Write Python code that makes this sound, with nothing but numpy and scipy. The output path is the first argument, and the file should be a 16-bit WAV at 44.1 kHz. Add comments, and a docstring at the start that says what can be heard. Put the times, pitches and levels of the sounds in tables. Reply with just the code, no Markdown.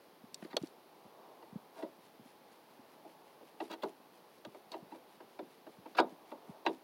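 """A hand screwdriver works on screws in a parked car's plastic grille cover, over far traffic and
microphone hiss. First the hands bump the panel, taps excite the hollow cover's modes and the steel tip
ticks on a screw head. A stick-slip scrape follows; from 2 s a sleeve brushes with each twist of the wrist.
A thin far whine peaks near 3 s, then taps, scrapes and ticks come more often.
The hardest knocks fall last, near 6 s and 6.7 s."""
import sys
import numpy as np
from scipy import signal
from scipy.fft import rfft, irfft, next_fast_len
from scipy.io import wavfile
from scipy.ndimage import uniform_filter1d

SR = 44100
rng = np.random.default_rng(int(sys.argv[2]) if len(sys.argv) > 2 else 0)


def store_wav(level_fs):
    """Save 16-bit WAV to argv[1]."""
    pcm = np.round(np.clip(np.atleast_2d(level_fs), -1, 1) * 32767)
    wavfile.write(sys.argv[1], SR, pcm.T.astype(np.int16))


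N = 301203
AGE = np.arange(int(.3 * SR)) / SR   # time since the start of one contact [s]


def from_db(db):
    """Amplitude ratio of a level: tenfold for each 20 dB."""
    return 10 ** (np.asarray(db) / 20)


def at_hz(points, hz):
    """Interpolation of a table on a logarithmic frequency axis."""
    points_hz, values = np.transpose(points)
    return np.interp(np.log(hz + 1e-9), np.log(points_hz), values)


def unit_rms(x):
    """Normalisation to a mean power of 1."""
    return x / np.sqrt(np.mean(x ** 2) + 1e-20)


def unit_burst(x):
    """Normalisation of a transient: its loudest 12 ms have a mean power of 1."""
    power = uniform_filter1d(x ** 2, int(.012 * SR), mode="constant")
    return x / np.sqrt(power.max() + 1e-20)


def band(x, hz, kind, order=2):
    """Causal Butterworth filtering, maximally flat in the passband."""
    return signal.sosfilt(signal.butter(order, hz, kind, fs=SR, output="sos"), x + 1e-18)


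def resonance(x, hz, width):
    """One broad resonance, with half-power points at hz / width and hz * width."""
    return band(x, [hz / width, hz * width], "band", order=1)


def add(track, s, sound):
    """Superposition: a sound joins the track at s seconds."""
    start = int(s * SR)
    track[start:start + len(sound)] += sound[:N - start]


def noise(colour):
    """Spectral shaping of white noise: a stationary sound of rms 1."""
    size = next_fast_len(N)
    gain = from_db(at_hz(colour, np.arange(size // 2 + 1) * SR / size))
    return unit_rms(irfft(rfft(rng.standard_normal(size)) * gain, size)[:N])


def air_and_hiss(level_db=-63):
    """Stationary noise floor: outdoor air and the microphone's self-noise."""
    # spectrum of the floor: (frequency [Hz], relative density [dB])
    floor_colour = [(25, -42), (60, -27), (100, -16.5), (160, -6.5), (260, -2.5), (400, 1), (800, -4.5),
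                    (1100, -7), (1500, -11), (2300, -14), (4600, -16.5), (7700, -29.5), (10500, -21.5),
                    (16000, -22.5)]
    return from_db(level_db) * noise(floor_colour)


def far_traffic(mean_db=-66, swing=2.07):
    """Amplitude-modulated noise: the wash of distant traffic swells and sinks."""
    # contour, widened by swing about its mean: (time [s], relative level [dB])
    contour = [(0.0, -66.5), (0.51, -63), (0.93, -63), (1.25, -60), (2.13, -65.5), (3.08, -62.5),
               (4.49, -64.5), (4.77, -62.5), (5.67, -65), (6.58, -60), (6.7, -66.5), (6.83, -64)]
    # spectrum of the wash: (frequency [Hz], relative density [dB])
    wash_colour = [(150, -29), (350, 4), (550, 4), (850, 7), (1100, 2), (1500, -19), (3000, -50)]
    swell_db = np.interp(np.arange(N) / SR, *np.transpose(contour))
    return from_db(mean_db + swing * (swell_db - swell_db.mean())) * noise(wash_colour)


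def far_whine(hz=840, width_hz=14, peak_s=3.18, peak_db=-70.5, fade_db_per_s=5.5):
    """Narrow-band noise is heard as a pitch: a thin whine swells once and fades."""
    whine = unit_rms(band(rng.standard_normal(N), [hz - width_hz / 2, hz + width_hz / 2], "band"))
    return from_db(peak_db - fade_db_per_s * np.abs(np.arange(N) / SR - peak_s)) * whine


def sleeve(stroke_s=0.044, grain_db=4.0, gain_db=2.0):
    """Friction noise of cloth on cloth: a soft, grainy swell for each stroke of arm or wrist."""
    # shifts of the arm: (time [s], relative level [dB])
    swishes = [(0.43, -68.5), (0.65, -67), (1.8, -67.5), (3.64, -67), (3.87, -71), (6.72, -70)]
    # runs of wrist twists: (start [s], end [s], period [s], relative level [dB])
    twist_runs = [(2.049, 2.4, 0.24, -74), (2.535, 3.58, 0.19, -75.5), (4.167, 6.6, .194, -75)]
    # spectrum of the cloth: (frequency [Hz], relative density [dB])
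    cloth_colour = [(700, -7), (2000, 5), (4200, 1.5), (5600, -2.5), (8000, -8), (10500, -2), (16000, -21)]
    t = np.arange(N) / SR
    twists = [(s, db) for start, end, period, db in twist_runs for s in np.arange(start, end, period)]
    strokes = sum(from_db(db) * np.exp(-np.minimum(np.abs(t - s) / stroke_s, 10) ** 2)
                  for s, db in swishes + twists)
    fibres = from_db(grain_db * unit_rms(band(rng.standard_normal(N), 250, "low")))
    return from_db(gain_db) * strokes * fibres * noise(cloth_colour)


def fumbling(per_s=35, level_db=-75.5):
    """A Poisson process: faint soft touches of the fingers come at random."""
    touches = (rng.random(N) < per_s / SR) * rng.uniform(-1.06, 1, N)
    return from_db(level_db) * unit_rms(band(touches, [150, 300], "band"))


def hand_bumps(rise_cycles=0.94, blur_db=-4.5, blur_s=0.0079):
    """Heavy damping: pushed softly, the held panel swings a few cycles, with little below its pitch."""
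    # bumps of hands and handle: (time [s], level [dB], pitch [Hz])
    bumps = [(0.237, -53, 231), (0.425, -47, 215), (0.449, -45.5, 322), (0.542, -43.5, 323),
             (0.5663, -33, 590), (0.614, -46.5, 182), (0.634, -37.5, 306), (1.049, -61, 190),
             (1.523, -49.5, 220), (1.555, -39.5, 220), (1.832, -39.5, 337), (2.193, -55, 211),
             (2.257, -55.5, 248), (2.791, -55, 238), (4.468, -51.5, 210), (4.821, -53, 202),
             (5.426, -45, 313), (5.691, -55.5, 330), (5.78, -55, 196), (6.12, -52.5, 272),
             (6.491, -46, 199)]
    out = np.zeros(N)
    for s, db, hz in bumps:
        progress = AGE * hz / rise_cycles
        swing = progress ** 1.5 * np.exp(-1.5 * progress) * np.sin(2 * np.pi * hz * AGE)
        burst = rng.standard_normal(len(AGE)) * np.exp(-AGE / blur_s)
        blur = band(burst, [hz * 0.47, hz * 1.33], "band")
        bump = band(unit_burst(swing) + from_db(blur_db) * unit_burst(blur), hz * 0.5, "high", order=3)
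        add(out, s, from_db(db) * unit_burst(bump))
    return out


def ring(modes, ring_share, scatter_db):
    """Modal superposition: each point of contact drives each damped mode with its own strength and sign."""
    hz, db, t60 = np.transpose(modes)[:, :, None]
    strength = from_db(db + scatter_db * rng.standard_normal(db.shape)) * rng.choice([-1, 1], db.shape)
    decay = from_db(-60 * AGE / (t60 * ring_share))
    return np.sum(strength * decay * np.sin(2 * np.pi * hz * AGE), axis=0)


def dense_ring(ring_share):
    """Modal overlap: the cover's many weak modes blur into noise that dies sooner in the treble."""
    # spectrum of the weak modes: (frequency [Hz], relative density [dB])
    colour = [(100, -17.5), (250, -4.5), (600, 9.5), (1000, -2.5), (1600, -22), (3000, -14.5), (4600, -6.5),
              (6000, -24), (9000, -27), (16000, -17)]
    # their decay: (frequency [Hz], free T60 [s])
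    decay_times = [(200, 0.24), (800, 0.2), (2000, 0.13), (5000, 0.072), (16000, 0.051)]
    hz = np.arange(len(AGE) // 2 + 1) * SR / len(AGE)
    spectrum = rfft(rng.standard_normal(len(AGE))) * from_db(at_hz(colour, hz))
    out = np.zeros(len(AGE))
    for low_hz in 62.5 * 2.0 ** np.arange(8):
        octave = irfft(spectrum * ((hz >= low_hz) & (hz < 2 * low_hz)), len(AGE))
        t60 = ring_share * at_hz(decay_times, low_hz * np.sqrt(2))
        out += octave * from_db(-60 * AGE / t60)
    return out


def cover(ring_share, dense_db, crack_s=0.0061, crack_db=-10.5):
    """Impulse response of the cover: a crack radiated straight from the spot, then the modes."""
    # modes of cover and cavity: (frequency [Hz], relative level [dB], free T60 [s])
    cover_modes = [(222, -16, .15), (262, -19, .4), (298, -11, .17), (329, -2, .22), (380, -4, .2),
                   (402, -8, .18), (438, -12, .14), (515, -7, .17), (572, -8, .14), (645, -1, .12),
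                   (700, -6, .14), (772, -8, .1), (861, -10, .11), (938, 0, .1), (966, -3, .11),
                   (1178, -14, .12), (1211, -8, .13), (1310, -6, .07), (1400, -12, .09), (1478, -6, .08),
                   (1630, -7, .06), (1820, -14, .06), (1936, -11, .07), (2123, -14, .06), (2660, -10, .05),
                   (2790, -8, .05), (3290, -16, .05), (3945, -9, .06), (4620, -15, .04)]
    burst = rng.standard_normal(len(AGE)) * np.exp(-AGE / crack_s)
    crack = band(band(burst, [450, 4200], "band"), 1260, "low", order=1)
    distinct = unit_burst(ring(cover_modes, ring_share, scatter_db=1.5))
    dense = unit_burst(dense_ring(ring_share))
    return distinct + from_db(dense_db) * dense + from_db(crack_db) * unit_burst(crack)


def slips(per_s, spread_db):
    """Stick-slip: two surfaces catch and release in tiny uneven impulses."""
    impulses = (rng.random(len(AGE)) < per_s / SR) * rng.choice([-1, 1], len(AGE))
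    return impulses * from_db(spread_db * rng.standard_normal(len(AGE)))


def drive(force, response):
    """Linear response: the force is convolved with the body's impulse response."""
    return signal.fftconvolve(force, response)[:len(AGE)]


def contact(length_s, chatter_db):
    """Contact force: a first impulse, then chatter that swells and dies as the tool settles."""
    progress = AGE / length_s
    chatter = slips(per_s=3700, spread_db=3.0) * np.sqrt(progress) * np.exp(-progress ** 2)
    force = from_db(chatter_db) * chatter / (np.linalg.norm(chatter) + 1e-9)
    force[0] += np.exp(-length_s / 0.0058)   # a long contact starts gently
    return force


def tip_ticks(crack_s=0.0014, buzz_s=0.0042, buzz_db=-12.0, ring_share=0.88):
    """Hard impact: the tip rattles in the screw head, with a crack and a short ring of steel modes."""
    # ticks: (time [s], level [dB], pitch of the contact [Hz], ring relative to crack [dB])
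    ticks = [(0.3439, -45.5, 5000, -14), (0.5673, -33.5, 3230, -4), (0.626, -62, 5000, -8),
             (0.671, -62.5, 4800, -10), (3.715, -57, 3800, -7), (3.738, -57, 2820, -2),
             (3.835, -55, 2960, -1), (4.45, -57, 3180, -4), (4.718, -50.5, 4000, -2),
             (6.001, -44, 3920, -1)]
    # modes of screwdriver and screw: (frequency [Hz], relative level [dB], free T60 [s])
    steel_modes = [(2800, -12, .025), (3150, -10, .02), (3360, 0, .035), (3790, -6, .045), (4380, -1, .03),
                   (4620, -6, .02), (4960, -9, .015), (5900, -7, .03), (6640, -12, .02), (7380, -11, .02),
                   (7990, -11, .018), (9180, -5, .018), (10100, -9, .02), (10700, -11, .018),
                   (13400, -14, .015)]
    out = np.zeros(N)
    for s, db, hz, ring_db in ticks:
        progress = 2 * AGE / crack_s
        envelope = progress * np.exp(1 - progress) + from_db(buzz_db) * np.exp(-AGE / buzz_s)
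        crack = rng.standard_normal(len(AGE)) * envelope
        steel = drive(contact(.002, chatter_db=-4.0), ring(steel_modes, ring_share, scatter_db=1.0))
        tick = resonance(from_db(ring_db) * unit_burst(steel) + unit_burst(crack), hz, width=1.35)
        add(out, s, from_db(db) * unit_burst(band(tick, [2700, 10500], "band")))
    return out


def tip_scrapes(middle_hz=(330, 1100), treble_hz=1600, ring_share=0.55, gain_db=-3.5):
    """Friction drives the cover: the tip skids as pressure builds and eases, and also damps the modes."""
    # skids: (time [s], duration [s], relative middle level [dB], relative treble level [dB])
    scrapes = [(0.5, 0.026, -61, -56), (1.755, 0.067, -43.5, -60), (3.696, 0.047, -42, -46.5),
               (3.82, 0.019, -46.5, -47.5), (4.714, 0.022, -46.5, -53), (5.967, 0.017, -41, -38),
               (6.651, 0.008, -38.5, -53)]
    out = np.zeros(N)
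    for s, length_s, middle_db, treble_db in scrapes:
        progress = np.minimum(AGE / length_s, 2)
        pressure = progress ** .3 * np.exp(-progress ** 6)
        rub = drive(slips(per_s=1400, spread_db=1.0) * pressure, cover(ring_share, dense_db=-3.5))
        add(out, s, from_db(middle_db) * unit_burst(band(rub, middle_hz, "band")))
        add(out, s, from_db(treble_db) * unit_burst(band(rub, treble_hz, "high", order=3)))
    return from_db(gain_db) * out


def cover_taps(low_hz=450, treble_hz=1300, clack_hz=2050, knock_db=-1.0, flex_rise_s=0.0089):
    """Impact excitation: the struck spot favours some modes; the panel's slow flexing builds up last."""
    # taps: (time [s], base level [dB], clack relative to base [dB], contact duration [s],
    #        share of the free ring time that the hand leaves [ratio], resonance of the spot [Hz])
    taps = [(0.423, -51.5, -7, 0.004, .2, 710), (0.447, -56.5, -2.5, 0.0018, 0.36, 730),
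            (0.53, -50.5, -4, 0.0012, 0.57, 810), (0.566, -43.5, -3.5, 0.001, .33, 615),
            (1.423, -55, -8, 0.0053, 0.49, 820), (1.824, -39.5, -17, 0.0041, 0.97, 484),
            (3.048, -50.5, -26, 0.0055, .75, 750), (3.408, -52.5, -24, .003, 0.66, 620),
            (3.602, -36, -12.5, 0.0042, 0.71, 600), (3.699, -44.5, -25, 0.0085, .95, 580),
            (3.832, -33, -21, 0.007, 0.76, 560), (4.449, -45, -10.5, 0.00044, 0.68, 610),
            (4.547, -47.5, -18, 0.001, 0.52, 556), (4.739, -40.5, -13.5, 0.0013, 0.97, 690),
            (4.915, -47, -17.5, .006, 0.85, 675), (4.945, -52.5, -14.5, .003, .8, 700),
            (5.203, -51, -12, 0.0039, 0.92, 740), (5.39, -39, -16.5, 0.0046, 0.49, 640),
            (5.666, -47.5, -17.5, .007, 0.35, 620), (5.855, -47.5, -14.5, 0.007, 0.69, 746),
            (5.949, -49, -4.5, 0.0056, 1, 750), (5.984, -23.5, -10.5, 0.0023, 0.65, 840),
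            (5.988, -26, -6, 0.0022, 0.94, 910), (6.315, -44, -15.5, 0.0044, 0.7, 816),
            (6.6636, -28, -6.5, 0.00085, 0.8, 895)]
    out = np.zeros(N)
    for s, db, clack_db, length_s, ring_share, spot_hz in taps:
        blow = drive(contact(length_s, chatter_db=0.0), cover(ring_share, dense_db=-0.5))
        bass = band(blow, low_hz, "low", order=4)
        middle = band(band(blow, low_hz, "high"), treble_hz, "low", order=3)
        treble = band(band(blow, treble_hz, "high", order=3), 11000, "low")
        flex = band(bass * (1 - np.exp(-AGE / flex_rise_s)), 230, "high", order=4)
        flex_db = -1.5 + np.log2(length_s / .004)   # 1 dB more for each doubling of the push's length
        knock = resonance(middle, spot_hz, width=1.27)
        clack = resonance(treble, clack_hz, width=1.65)
        for part, part_db in (flex, flex_db), (knock, knock_db), (clack, clack_db):
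            add(out, s, from_db(db + part_db) * unit_burst(part))
    return out


def reflections(x, t60=0.35, dull_hz=1300, level_db=-28.0):
    """Diffuse reflection: the engine bay and the yard send back a weak, dull scatter."""
    envelope = from_db(-60 * AGE / t60) * (1 - np.exp(-AGE / 0.02))
    tail = band(rng.standard_normal(len(AGE)), dull_hz, "low") * envelope
    tail *= np.sqrt(2 * dull_hz / SR) / np.linalg.norm(tail)   # passband gain near 1
    return from_db(level_db) * signal.fftconvolve(x, tail)[:N]


def scene():
    """Superposition in open air: the close work, its reflections, the background and the sleeve."""
    work = cover_taps() + tip_scrapes() + tip_ticks() + hand_bumps() + fumbling()
    return (work + reflections(work) + far_traffic() + far_whine() + air_and_hiss() + sleeve())[None]


def record(dry, bass_hz=52, cutoff_hz=15900):
    """Band limiting by a small microphone: the bass is thinned and the top cut steeply."""
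    thin = band(dry, bass_hz, "high", order=3)
    return signal.sosfilt(signal.ellip(10, .1, 70, cutoff_hz, fs=SR, output="sos"), thin)


dry = scene()
out = record(dry)
store_wav(out)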